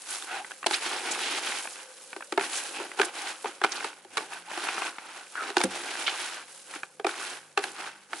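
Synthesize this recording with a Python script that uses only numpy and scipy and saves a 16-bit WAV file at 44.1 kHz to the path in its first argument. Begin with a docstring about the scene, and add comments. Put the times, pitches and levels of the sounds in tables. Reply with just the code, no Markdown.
"""Trowel in a tub of dry soil

Outdoors, close to a phone's microphone, a steel hand trowel turns dry soil and husks in a plastic tub.
Damped modes of tub and blade give its knocks and ticks; filtered random clicks make soil crunch and husks hiss.
Gliding resonances make the edge scrape, and one hard shove flexes the whole tub.
Far away a motor drones as a stack of harmonics and a faint whine wavers as narrow noise."""
import sys
import numpy as np
from scipy import signal
from scipy.fft import rfft, irfft
from scipy.io import wavfile

SR = 44100
rng = np.random.default_rng(int(sys.argv[2]) if len(sys.argv) > 2 else 0)


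def int16_out(signal):
    """Quantize to a 16-bit WAV file."""
    q = np.round(np.clip(np.atleast_2d(signal).T, -1, 1) * 32767)
    wavfile.write(sys.argv[1], SR, q.astype(np.int16))


N = 361616
TIME = np.arange(N) / SR


def undb(db):
    """Decibels to gain."""
    return 10 ** (np.asarray(db) / 20)


def unit(x):
    """Scale to rms 1."""
    return x / np.sqrt(np.mean(x ** 2) + 1e-20)


def curves(table):
    """Each column of a table, joined by straight lines in time."""
    s, *columns = np.transpose(table)
    return [np.interp(TIME, s, c) for c in columns]


def colour(x, points):
    """Filter by (Hz, dB) points with a causal response, so that clicks keep their front."""
    size = 2048
    hz, db = np.transpose(points)
    f = np.maximum(np.arange(size // 2 + 1) * SR / size, 1)
    log_gain = np.log(undb(np.interp(np.log(f), np.log(hz), db)))
    # folding the cepstrum onto positive time gives the minimum-phase response
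    cepstrum = irfft(log_gain)
    cepstrum[1:size // 2] *= 2
    cepstrum[size // 2 + 1:] = 0
    response = irfft(np.exp(rfft(cepstrum)))
    return signal.fftconvolve(x, response[None], axes=1)[:, :x.shape[1]]


def band(x, hz, width_hz):
    """One fixed resonance."""
    b, a = signal.iirpeak(min(hz, SR / 3), hz / width_hz, fs=SR)
    return signal.lfilter(b, a, x)


def glide(x, hz, share):
    """A resonance that follows the curve hz; its width is a share of its mean pitch."""
    turn = np.exp(2j * np.pi * np.cumsum(hz) / SR)
    pole = np.exp(-np.pi * share * np.mean(hz) / SR)
    return (turn * signal.lfilter([1], [1, -pole], x / turn)).real


def walk(rate, count=N):
    """Smooth chance with spread near 1, changing rate times a second."""
    at = np.arange(count) * rate / SR
    knots = int(at[-1]) + 2
    return np.interp(at, np.arange(knots), rng.standard_normal(knots))


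def clicks(rate, spread_db, count=N):
    """Random clicks of uneven size, rate a second, rows mid and side; each comes from its own place."""
    happens = rng.random(count) < rate / SR
    size = happens * undb(spread_db * np.minimum(rng.exponential(size=count), 5))
    place = np.array([rng.choice([-1., 1.], count), rng.standard_normal(count)])
    return unit(size * place)


def add(out, s, sound):
    """Mix a sound in at time s."""
    i = max(int(s * SR), 0)
    out[:, i:i + sound.shape[1]] += sound[:, :max(N - i, 0)]


def blow_level(x, db):
    """Give a blow the energy of 10 ms at this level."""
    energy = np.sum(x ** 2, axis=1, keepdims=True) + 1e-20
    return x * undb(db) * np.sqrt(SR / 100 / energy)


def ring(modes, t, detune, scatter_db):
    """Modes struck once; the place of the blow and the load of soil change their pitch and share."""
    hz, t60, db = np.transpose(modes)[:, :, None]
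    chance = rng.standard_normal((2, len(modes), 1))
    waves = np.sin(2 * np.pi * hz * (1 + detune * chance[0]) * t) * np.exp(-np.log(1000) * t / t60)
    waves *= undb(db + scatter_db * chance[1])
    return rng.choice([-1., 1.], (2, len(modes))) @ waves


# Far motor, base rate before a small random waver: start_s, firing_rate_hz, level_db
MOTOR = [(0, 57.8, -87), (3.8, 55.3, -90), (4.1, 56.3, -67), (5.6, 51.46, -82.5), (8.2, 47.6, -71.5)]
# Strengths of multiples 2 to 5 of the firing rate: level_db
MOTOR_ORDERS_DB = [-4, 9, 5, 1]


def far_motor():
    """A distant motor drones on wavering harmonics of its firing rate; each comes and goes, and the pitch sinks."""
    hz, db = curves(MOTOR)
    phase = 2 * np.pi * np.cumsum(hz * (1 + .03 * walk(14))) / SR
    motor = np.zeros(N)
    for k, order_db in enumerate(MOTOR_ORDERS_DB, start=2):
        fade = undb(4 * walk(9))
        motor += undb(order_db) * fade * np.sin(k * phase)
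    return unit(motor) * undb(db)


# Far whine, base pitch before a small random waver: start_s, pitch_hz, level_db
WHINE = [(0, 518, -69), (2.07, 525, -58.5), (2.7, 540, -57), (4.1, 533, -70), (6.5, 520, -64),
         (8.2, 525, -73)]


def far_whine():
    """Noise through two narrow resonances; the first wavers about the pitch that the second follows."""
    hz, db = curves(WHINE)
    wavering = glide(rng.standard_normal(N), hz * (1 + .03 * walk(7)), .1)
    return unit(glide(wavering, hz, .2)) * undb(db)


# Colour of the still air: frequency_hz, gain_db
AIR_COLOUR = [(25, -24), (70, -11), (110, -2), (180, 23.5), (500, 8), (1500, 4), (5000, -13), (11000, 12)]


def outdoors():
    """Still air as steady coloured noise all round, with the motor and the whine far off, near the centre."""
    air = unit(colour(rng.standard_normal((2, N)), AIR_COLOUR)) * undb(-66.5)
    return far_motor() + far_whine() + air


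def scatter(x):
    """The ground and things nearby return a short, faint tail."""
    t = np.arange(SR // 4) / SR
    tail = rng.standard_normal((2, len(t))) * np.exp(-np.log(1000) * t / 0.21) * (t > .004)
    tail *= undb(-17) / np.sqrt(np.sum(tail ** 2) / 2)
    return x + signal.fftconvolve(x, tail, axes=1)[:, :N]


# Modes of the whole tub flexing: pitch_hz, t60_s, level_db (relative)
FLEX = [(96.6, 0.52, -31), (191, 0.16, -12.5), (266, 0.087, -3.5), (343, 0.045, 6), (527, 0.082, -4.5)]
SHOVE_S, SHOVE_DB = 5.642, -21.5  # start, and level as a blow


def shove():
    """The blade jams against the bottom and the whole tub booms; the open tub radiates no deep bass."""
    out, t = np.zeros((2, N)), np.arange(SR // 3) / SR
    boom = ring(FLEX, t, .01, 0.96) * (1 - np.exp(-(t / 0.0034) ** 2))
    boom = signal.sosfilt(signal.butter(2, 130, "high", fs=SR, output="sos"), boom)
    add(out, SHOVE_S, blow_level(boom, SHOVE_DB))
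    return out


# The blade's edge rubbing on grit or plastic: start_s, length_s, first_hz, last_hz, level_db, squeak_over_rasp_db
# (a rasp below 2000 Hz is softer still)
SCRAPES = [(.275, 0.18, 750, 790, -42.5, 17), (0.251, .17, 1420, 1480, -43.5, 3),
           (0.277, .15, 2300, 2600, -45, -15), (0.729, 0.028, 1900, 2700, -34, -3),
           (0.732, 0.023, 3200, 5200, -30, 7), (1.108, 0.024, 6600, 7000, -32.5, -14),
           (1.169, 0.24, 2930, 3140, -41, -20), (2.548, .04, 7370, 7000, -37, -18),
           (2.724, 0.086, 2550, 2650, -45, 7), (3.044, 0.017, 8500, 9300, -35, -19),
           (3.199, 0.14, 814, 840, -45, 5), (3.716, 0.018, 6000, 4400, -34.5, -17),
           (3.761, .014, 5000, 3960, -40, -11), (4.21, 0.048, 885, 790, -48, 4),
           (4.462, 0.074, 845, 870, -47, 1), (5.345, 0.11, 1580, 1210, -36.5, 1),
           (5.58, 0.0054, 4470, 4200, -28, -15), (5.634, .013, 9550, 8300, -28, -12),
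           (6.057, 0.052, 2860, 3150, -31, -10)]
SQUEAK_WAVER = .015  # share of its pitch
SQUEAK_LOCK = .5  # 0-1: how far the squeak's strength is evened out


def scrapes():
    """The edge sticks and slips: a narrow, wavering squeak and a broad rasp glide together."""
    out = np.zeros((2, N))
    for s, length, first_hz, last_hz, db, squeak_db in SCRAPES:
        count = int(max(length, .004) * SR)
        hz = min(np.sqrt(first_hz * last_hz), SR / 4)
        path = np.geomspace(first_hz, last_hz, count) * (1 + SQUEAK_WAVER * walk(62, count=count))
        slips = clicks(5000, 1.9, count=count) * undb(1.5 * walk(250, count=count))
        squeak = glide(glide(slips, path, .16), path, .16)
        envelope = np.abs(signal.hilbert(squeak)) + 1e-12
        squeak = squeak / envelope ** SQUEAK_LOCK
        rasp = band(glide(glide(slips, path, 1.0), path, 1.0), hz, hz)
        rub = undb(squeak_db) * unit(squeak) + min(hz / 2000, 1) * unit(rasp)
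        add(out, s, unit(rub * signal.windows.tukey(count, .6)) * undb(db))
    return out


def grains(rate, spread_db, ring_db):
    """Tiny snaps: bare clicks, and others that ring for a few cycles at the pitch of their own husk or crumb."""
    pitches = np.geomspace(700, 11000, 12)
    rung = np.zeros((2, N))
    for hz in pitches:
        share = clicks(rate / len(pitches), spread_db)
        rung += unit(band(share, hz, hz / 4)) * np.sqrt(hz)
    return unit(clicks(rate, spread_db) + undb(ring_db) * unit(rung))


HOLLOW_DRIFT = 0.042  # spread of the wander, share of the pitch


def hollow(hz, share):
    """Grains rattle a resonance whose pitch drifts as the blade travels round the tub."""
    path = hz * (1 + HOLLOW_DRIFT * walk(5))
    return unit(glide(glide(clicks(900, 3), path, share), path, share))


# Pushes of the blade through the soil: start_s, rise_s, length_s (start to release),
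# drag_db (on the tub), soil_db, husks_db
PUSHES = [(0.208, 0.13, 0.17, -47, -40.5, -46.5), (0.663, 0.083, 0.085, -45, -36, -33.5),
          (0.795, 0.028, 0.19, -44.5, -38, -40), (0.951, 0.15, 0.21, -42, -37, -39.5),
          (1.162, 0.033, 0.22, -44.5, -37.5, -38), (1.375, 0.073, 0.19, -47, -39, -41),
          (1.73, 0.063, 0.099, -58.5, -48, -49), (2.379, 0.046, .08, -46.5, -39.5, -37.5),
          (2.477, 0.024, 0.19, -54, -44.5, -41), (2.659, 0.24, 0.16, -38, -36.5, -61),
          (2.958, 0.036, 0.11, -45, -41, -43.5), (3.118, 0.052, 0.19, -50.5, -39.5, -41.5),
          (3.436, 0.033, 0.044, -44.5, -39.5, -56), (3.594, 0.16, 0.28, -47.5, -39.5, -44.5),
          (4.088, 0.14, 0.14, -47, -43, -44.5), (4.279, 0.056, 0.089, -54.5, -42, -47.5),
          (4.428, 0.17, 0.45, -47.5, -37, -42.5), (4.945, 0.15, 0.27, -56, -45, -52),
          (5.315, 0.16, 0.17, -44.5, -38.5, -50), (5.552, .02, 0.098, -43, -40, -44),
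          (5.693, 0.011, 0.17, -45.5, -41, -42.5), (5.854, 0.05, 0.3, -46.5, -39, -41),
          (6.144, 0.047, 0.24, -53.5, -40.5, -46.5), (6.661, 0.077, 0.096, -50.5, -44.5, -44),
          (7.053, 0.026, 0.29, -50.5, -41.5, -44.5), (7.58, 0.066, 0.1, -46.5, -43, -43.5),
          (7.728, 0.063, 0.15, -51.5, -40.5, -50), (8.08, 0.063, 0.085, -52.5, -47, -47)]
RELEASE_S, TRICKLE_S = 0.046, 0.12  # decay times: soil stopping soon after the blade, and the trickle
# What runs on after a push, relative to it, in the order drag, soil, husks: level_db
TRICKLE_DB = [-8, -8, -5]
# The heap never lies quite still, in the order drag, soil, husks: level_db
REST_DB = [-74, -85, -61]
# Husks sliding off the lifted blade: start_s, length_s (sets the pace; the end thins out), level_db
POURS = [(-.1, 0.37, -44), (0.036, 0.2, -34), (0.352, 0.35, -47), (1.398, 0.35, -36.5), (1.7, 0.88, -47.5),
         (2.502, 0.11, -31.5), (2.597, 0.31, -40), (3.304, 0.3, -46), (5.102, 0.58, -46.5),
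         (6.114, 0.26, -39.5), (6.4, 0.32, -47), (7.172, 0.15, -40.5), (8.14, 0.17, -40)]
POUR_PEAK = 0.45  # share of a pour at which it is thickest
# Patter on the tub, soil and husks, relative to the pour: level_db
POUR_DB = [-21, -10, -2]
# Drag, soil and husks stirred up by a knock, relative to its blade level: level_db
SPRAY_DB = [-42, -17, -40]
SPRAY_LEAD_S, SPRAY_S = .003, 0.035  # short rise of the spray before a knock, and its decay as crumbs settle


def flow():
    """Drag, soil and husk levels in dB: pushes rise, hold, stop and trickle; pours swell and thin out; knocks spray."""
    t = np.arange(0, N / SR, .001)
    moves = [undb(REST_DB)[:, None] * np.ones(len(t))]
    for s, rise, length, drag_db, soil_db, husk_db in PUSHES:
        after = np.maximum(t - s - length, 0)
        trickle = undb(TRICKLE_DB)[:, None] * np.exp(-after / TRICKLE_S)
        fall = np.maximum(np.exp(-after / RELEASE_S), trickle)
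        moves.append(undb([drag_db, soil_db, husk_db])[:, None] * np.clip((t - s) / rise, 0, 1) * fall)
    for s, length, db in POURS:
        age = np.maximum(t - s, 0) / (POUR_PEAK * length)
        moves.append(undb(db) * undb(POUR_DB)[:, None] * (age * np.exp(1 - age)) ** 2)
    for s, _, _, blade_db, _, _ in KNOCKS:
        spray = np.exp(-np.maximum((s - t) / SPRAY_LEAD_S, (t - s) / SPRAY_S))
        moves.append(undb(blade_db) * undb(SPRAY_DB)[:, None] * spray)
    power = sum(move ** 2 for move in moves)
    return [np.interp(TIME, t, db) for db in 10 * np.log10(power)]


# Colours of the tub's murmur, the soil and the husks: frequency_hz, gain_db
DRAG_COLOUR = [(40, -46), (130, -25), (200, -15.5), (270, -3), (355, 3.5), (440, 0), (600, -5), (850, -0.5),
               (1500, -41.5)]
CRUNCH_COLOUR = [(300, -39), (620, -8), (800, -2), (1080, -3), (1520, -2.5), (1900, -6), (2600, -5.5),
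                 (3600, -12.5), (5500, -17), (11000, -29.5)]
HUSK_COLOUR = [(1200, -24), (2800, -4), (4200, -3), (6000, -2), (8500, 0), (11000, 1)]
SLIP_DB, JUDDER_DB = 1.3, 1.0  # unevenness of the soil's slow slips and fast judder
TUMBLE_DB = 1.3  # husks tumble in small clumps of their own
WALL_RING_DB, BLADE_RING_DB = -6.5, -9  # hollow rings: wall relative to the drag, blade relative to the soil
FIRM_DB = -40  # soil level of an ordinary push


def stirring():
    """Soil gives way in little slips, which shake the tub, the crumbs and the husks together; single clods crack."""
    drag_db, crunch_db, husk_db = flow()
    slips = SLIP_DB * walk(45) + JUDDER_DB * walk(220)
    drag = unit(colour(clicks(1500, 2.6), DRAG_COLOUR)) * undb(drag_db + slips)
    crumbs, chaff = grains(3500, 3, 1.4), grains(7000, 2.9, .6)
    clods, husk_snaps = grains(60, 0.93, 0.83), grains(98, 1.5, 1.8)
    crunch = unit(colour(crumbs + undb(-12.0) * clods, CRUNCH_COLOUR)) * undb(crunch_db + slips)
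    husks = unit(colour(chaff + undb(-19) * husk_snaps, HUSK_COLOUR))
    husks = husks * undb(husk_db + 0.58 * slips + TUMBLE_DB * walk(110))
    # husks grind against the steel only when they slide and the blade also presses into the soil
    press_db = np.minimum(crunch_db, husk_db)
    grind_db = press_db + 0.76 * (press_db - FIRM_DB) + 0.5
    grind = unit(band(band(grains(2500, 0.27, 0.82), 2480, 3600), 2480, 3600))
    grind = grind * undb(grind_db + slips + TUMBLE_DB * walk(160))
    wall = hollow(803, 0.16) * undb(drag_db + WALL_RING_DB + slips)
    blade = hollow(1493, .14) * undb(crunch_db + BLADE_RING_DB + slips)
    return drag + wall + blade + crunch + husks + grind


def crush(count):
    """Grit or husk breaking: a few ms of dense clicks, then a few more as it settles."""
    t = np.arange(count) / SR
    contact = (1 - np.exp(-t / 0.000068)) * np.exp(-(t / 0.0048) ** 2)
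    settling = undb(-17) * np.exp(-t / .007)
    return clicks(20000, 0.97, count=count) * (contact + settling)


# Single dry husks snapping: start_s, level_db
SNAPS = [(.019, -41), (1.175, -43), (5.825, -50), (7.717, -42.5)]


def snaps():
    """A husk snaps with a bare crack: one short crush in the husks' colour."""
    out = np.zeros((2, N))
    for s, db in SNAPS:
        add(out, s, blow_level(colour(crush(SR // 10), HUSK_COLOUR), db))
    return out


# Modes damped by the soil, of the bottom (at BOTTOM_HZ), the wall and the blade: pitch_hz, t60_s, level_db (relative)
BOTTOM = [(259, 0.13, -24.5), (336.5, 0.16, -15), (375, 0.054, 2.5), (393.6, 0.033, 3.5), (547, 0.036, -8)]
WALL = [(709, 0.044, -5.5), (730, 0.015, -8), (821, 0.043, 2), (941, 0.027, -1)]
BLADE = [(1140, 0.043, -6), (1466, 0.011, 7.5), (1593, 0.017, 5), (1880, 0.0095, -4.5), (2380, 0.018, 0),
         (2700, 0.006, -8), (3240, 0.013, -13), (3870, 0.012, -15.5)]
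# Colours of the crushed grit and of the crumbs cracking under the steel: frequency_hz, gain_db
GRIT_COLOUR = [(500, -30), (1500, 2.5), (3000, 4.5), (4300, 4), (6000, -3.5), (8500, -4), (11000, -7)]
CRACK_COLOUR = [(500, -28), (1200, 1), (2300, -1.5), (3500, -6.5), (6000, -20)]
BOTTOM_HZ = 377  # pitch of the bottom under an average load of soil
CUT_S = .001  # time the blade takes to cut through the last grit
CLACK_DB, CRACK_DB = -1, -4.5  # steel landing and crumbs cracking, relative to the blade's chatter
CRUSH_DB = 3  # added to the grit level of every blow


def strike(bottom_db, wall_db, blade_db, grit_db, bottom_hz):
    """The blade crushes grit, clacks, and pushes the tub, whose bottom swings a little later."""
    t = np.arange(SR // 10) / SR
    grit = crush(len(t))
    loaded = [(hz * bottom_hz / BOTTOM_HZ, t60, db) for hz, t60, db in BOTTOM]
    bottom = ring(loaded, t, 0.022, 3.7) * (1 - np.exp(-(t / 0.0036) ** 2))
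    wall = ring(WALL, t, 0.029, 4.4) * (1 - np.exp(-t / 0.00094))
    clack = ring(BLADE, t, 0.051, 1.0)
    clack = np.pad(clack, ((0, 0), (int(CUT_S * SR), 0)))[:, :len(t)]
    # every breaking grain rings the blade
    chatter = signal.fftconvolve(ring(BLADE, t, 0.1, 1.0), grit[:1], axes=1)[:, :len(t)]
    crack = colour(crush(len(t)), CRACK_COLOUR)
    blade = unit(chatter) + undb(CLACK_DB) * unit(clack) + undb(CRACK_DB) * unit(crack)
    body = blow_level(bottom, bottom_db) + blow_level(wall, wall_db) + blow_level(blade, blade_db)
    return body + blow_level(colour(grit, GRIT_COLOUR), grit_db + CRUSH_DB)


# Colour of a tick's crack, nearly even: frequency_hz, gain_db
TICK_COLOUR = [(300, -3.5), (1400, -2.5), (2600, -2.5), (6000, -3.5)]
# The half-buried blade ringing in a tick: multiple_of_pitch, t60_s, level_db (relative)
TICK_MODES = [(.68, 0.014, -7.5), (1, 0.016, -2)]
TICK_BOTTOM_DB, TICK_WALL_DB = -16.5, -11  # relative to the blade
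TICK_GRIT_DB = -21  # relative to the blade, before CRUSH_DB
TICK_RING_DB = -2  # level of the ring as a blow; the crack's blade has 0 before TICK_COLOUR


def tick(hz):
    """A crumb cracks under the blade, which rings for a few cycles at a pitch set by how deep it is buried."""
    t = np.arange(SR // 10) / SR
    crack = colour(strike(TICK_BOTTOM_DB, TICK_WALL_DB, 0, TICK_GRIT_DB, BOTTOM_HZ), TICK_COLOUR)
    modes = [(hz * ratio, t60, db) for ratio, t60, db in TICK_MODES]
    blade = ring(modes, np.maximum(t - CUT_S, 0), 0.024, 1)
    return crack + blow_level(blade, TICK_RING_DB)


# The blade clicking on a hard crumb or clod, with a little of the tub's knock: start_s, level_db, pitch_hz
TICKS = [(.223, -40.5, 3700), (.446, -38.5, 2000), (0.508, -40.5, 1560), (.516, -39, 1630),
         (0.6285, -36.5, 1660), (.642, -34.5, 1860), (1.521, -34.5, 1900), (1.653, -36.5, 940),
         (1.673, -36, 2500), (2.1294, -37.5, 1680), (2.2063, -39.5, 990), (2.223, -38.5, 1420),
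         (2.4363, -36, 1610), (2.9156, -39, 1990), (3.031, -31, 1540), (3.6458, -21, 1520),
         (3.805, -37, 2090), (4.206, -38, 1050), (4.514, -39, 940), (4.669, -33.5, 1300),
         (4.686, -27.5, 1480), (4.7798, -30, 1400), (4.819, -29, 1040), (4.877, -35.5, 1510),
         (4.983, -36.5, 1400), (5.3537, -35, 1400), (5.953, -34.5, 1550), (6.078, -24, 2270),
         (6.7379, -38, 1870), (6.8321, -32, 2430), (7.091, -33, 1510), (8.1315, -32, 1180)]


def ticks():
    """Each tick rings at the pitch of its own contact."""
    out = np.zeros((2, N))
    for s, db, hz in TICKS:
        add(out, s, blow_level(tick(hz), db))
    return out


# The blade striking the tub through the soil: start_s, bottom_db, wall_db, blade_db,
# grit_db (crushed grit, before CRUSH_DB), bottom_hz (pitch of the bottom under its load)
KNOCKS = [(.6623, -28.5, -25, -30, -32.5, 373), (0.6658, -32.5, -27, -33, -25, 361),
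          (0.7098, -38, -30.5, -31, -35, 372), (.8617, -41, -38, -34, -37, 365),
          (2.163, -38.5, -43, -40, -48.5, 385), (2.323, -30, -35, -32, -39.5, 384),
          (2.376, -21.5, -21, -24.5, -38, 397), (2.395, -41, -45, -30, -43, 398),
          (2.4099, -39, -41, -30, -48, 385), (2.7996, -35.5, -38, -40, -59, 358),
          (2.99, -42.5, -32, -30.5, -52, 390), (2.9964, -19.5, -24, -22.5, -40.5, 402),
          (3.0146, -30, -30.5, -21.5, -30.5, 366), (3.4435, -31.5, -30.5, -41, -70, 388),
          (3.4568, -36, -35, -33.5, -66, 383), (3.6152, -35, -36, -30, -58, 368),
          (3.638, -33, -37, -21, -35.5, 368), (3.6446, -30, -25, -25, -33.5, 369),
          (3.844, -37, -33.5, -32.5, -40, 418), (4.048, -48, -49, -58, -58, 372),
          (4.1705, -52, -46, -26, -31.5, 420), (4.1777, -36.5, -36, -28, -35, 428),
          (4.575, -37.5, -37, -35, -42, 351), (5.502, -36.5, -42.5, -41, -43, 394),
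          (5.5678, -21, -23, -21.5, -29.5, 350), (5.603, -34, -28, -36, -36, 355),
          (5.6133, -41, -34, -29, -31.5, 355), (5.6371, -27, -36, -32.5, -31.5, 360),
          (6.758, -44, -47, -39, -57, 305), (6.997, -36.5, -38.5, -40.5, -55, 407),
          (7.0455, -24.5, -24, -28.5, -49, 374), (7.0665, -29, -28, -27.5, -36, 370),
          (7.575, -26.5, -25, -21.5, -33.5, 410), (7.5894, -36, -35, -41, -43, 413),
          (7.6386, -46, -36, -30, -38, 386), (8.1315, -45, -37.5, -36, -61, 358)]
REBOUND_S, REBOUND_DB = 0.015, -18  # the blade lands a second time, about this much later and softer


def knocks():
    """Each knock shakes the tub and rebounds once."""
    out = np.zeros((2, N))
    for s, bottom_db, wall_db, blade_db, grit_db, bottom_hz in KNOCKS:
        levels = np.array([bottom_db, wall_db, blade_db, grit_db])
        add(out, s, strike(*levels, bottom_hz))
        again_s = s + REBOUND_S * rng.uniform(.85, 1.2)
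        add(out, again_s, strike(*(levels + REBOUND_DB), bottom_hz))
    return out


def blows():
    """Knocks, ticks and snaps without their lows: a patch of wall radiates little bass."""
    highpass = signal.butter(3, 230, "high", fs=SR, output="sos")
    return signal.sosfilt(highpass, knocks() + ticks() + snaps())


# Width of the picture, applied to the side signal: frequency_hz, gain_db
WIDTH = [(150, -15.5), (350, -19), (600, -13), (1000, -13), (2000, -9), (4000, -5), (8000, -4), (11000, -3)]
# Lean of the picture, mostly to the right, the nearer ear: frequency_hz, left_minus_right_db
LEAN = [(400, 0), (1000, 0.5), (2000, -1.4), (4000, -2.5), (8000, -0.4)]


def scene():
    """All sources as mid and side, then left and right; highs spread wide while lows stay near the centre."""
    mid, side = stirring() + scrapes() + scatter(blows() + shove()) + outdoors()
    side = colour(side[None], WIDTH)
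    left = colour(mid + side, [(hz, db / 2) for hz, db in LEAN])
    right = colour(mid - side, [(hz, -db / 2) for hz, db in LEAN])
    return np.vstack([left, right])


TOP_HZ = 11050  # upper edge of the phone's band


def record(dry):
    """The phone rounds the loudest peaks and cuts the top steeply."""
    ceiling = 0.8
    rounded = ceiling * np.tanh(dry / ceiling)
    return signal.sosfilt(signal.ellip(10, .2, 75, TOP_HZ, fs=SR, output="sos"), rounded)


dry = scene()
out = record(dry)
int16_out(out)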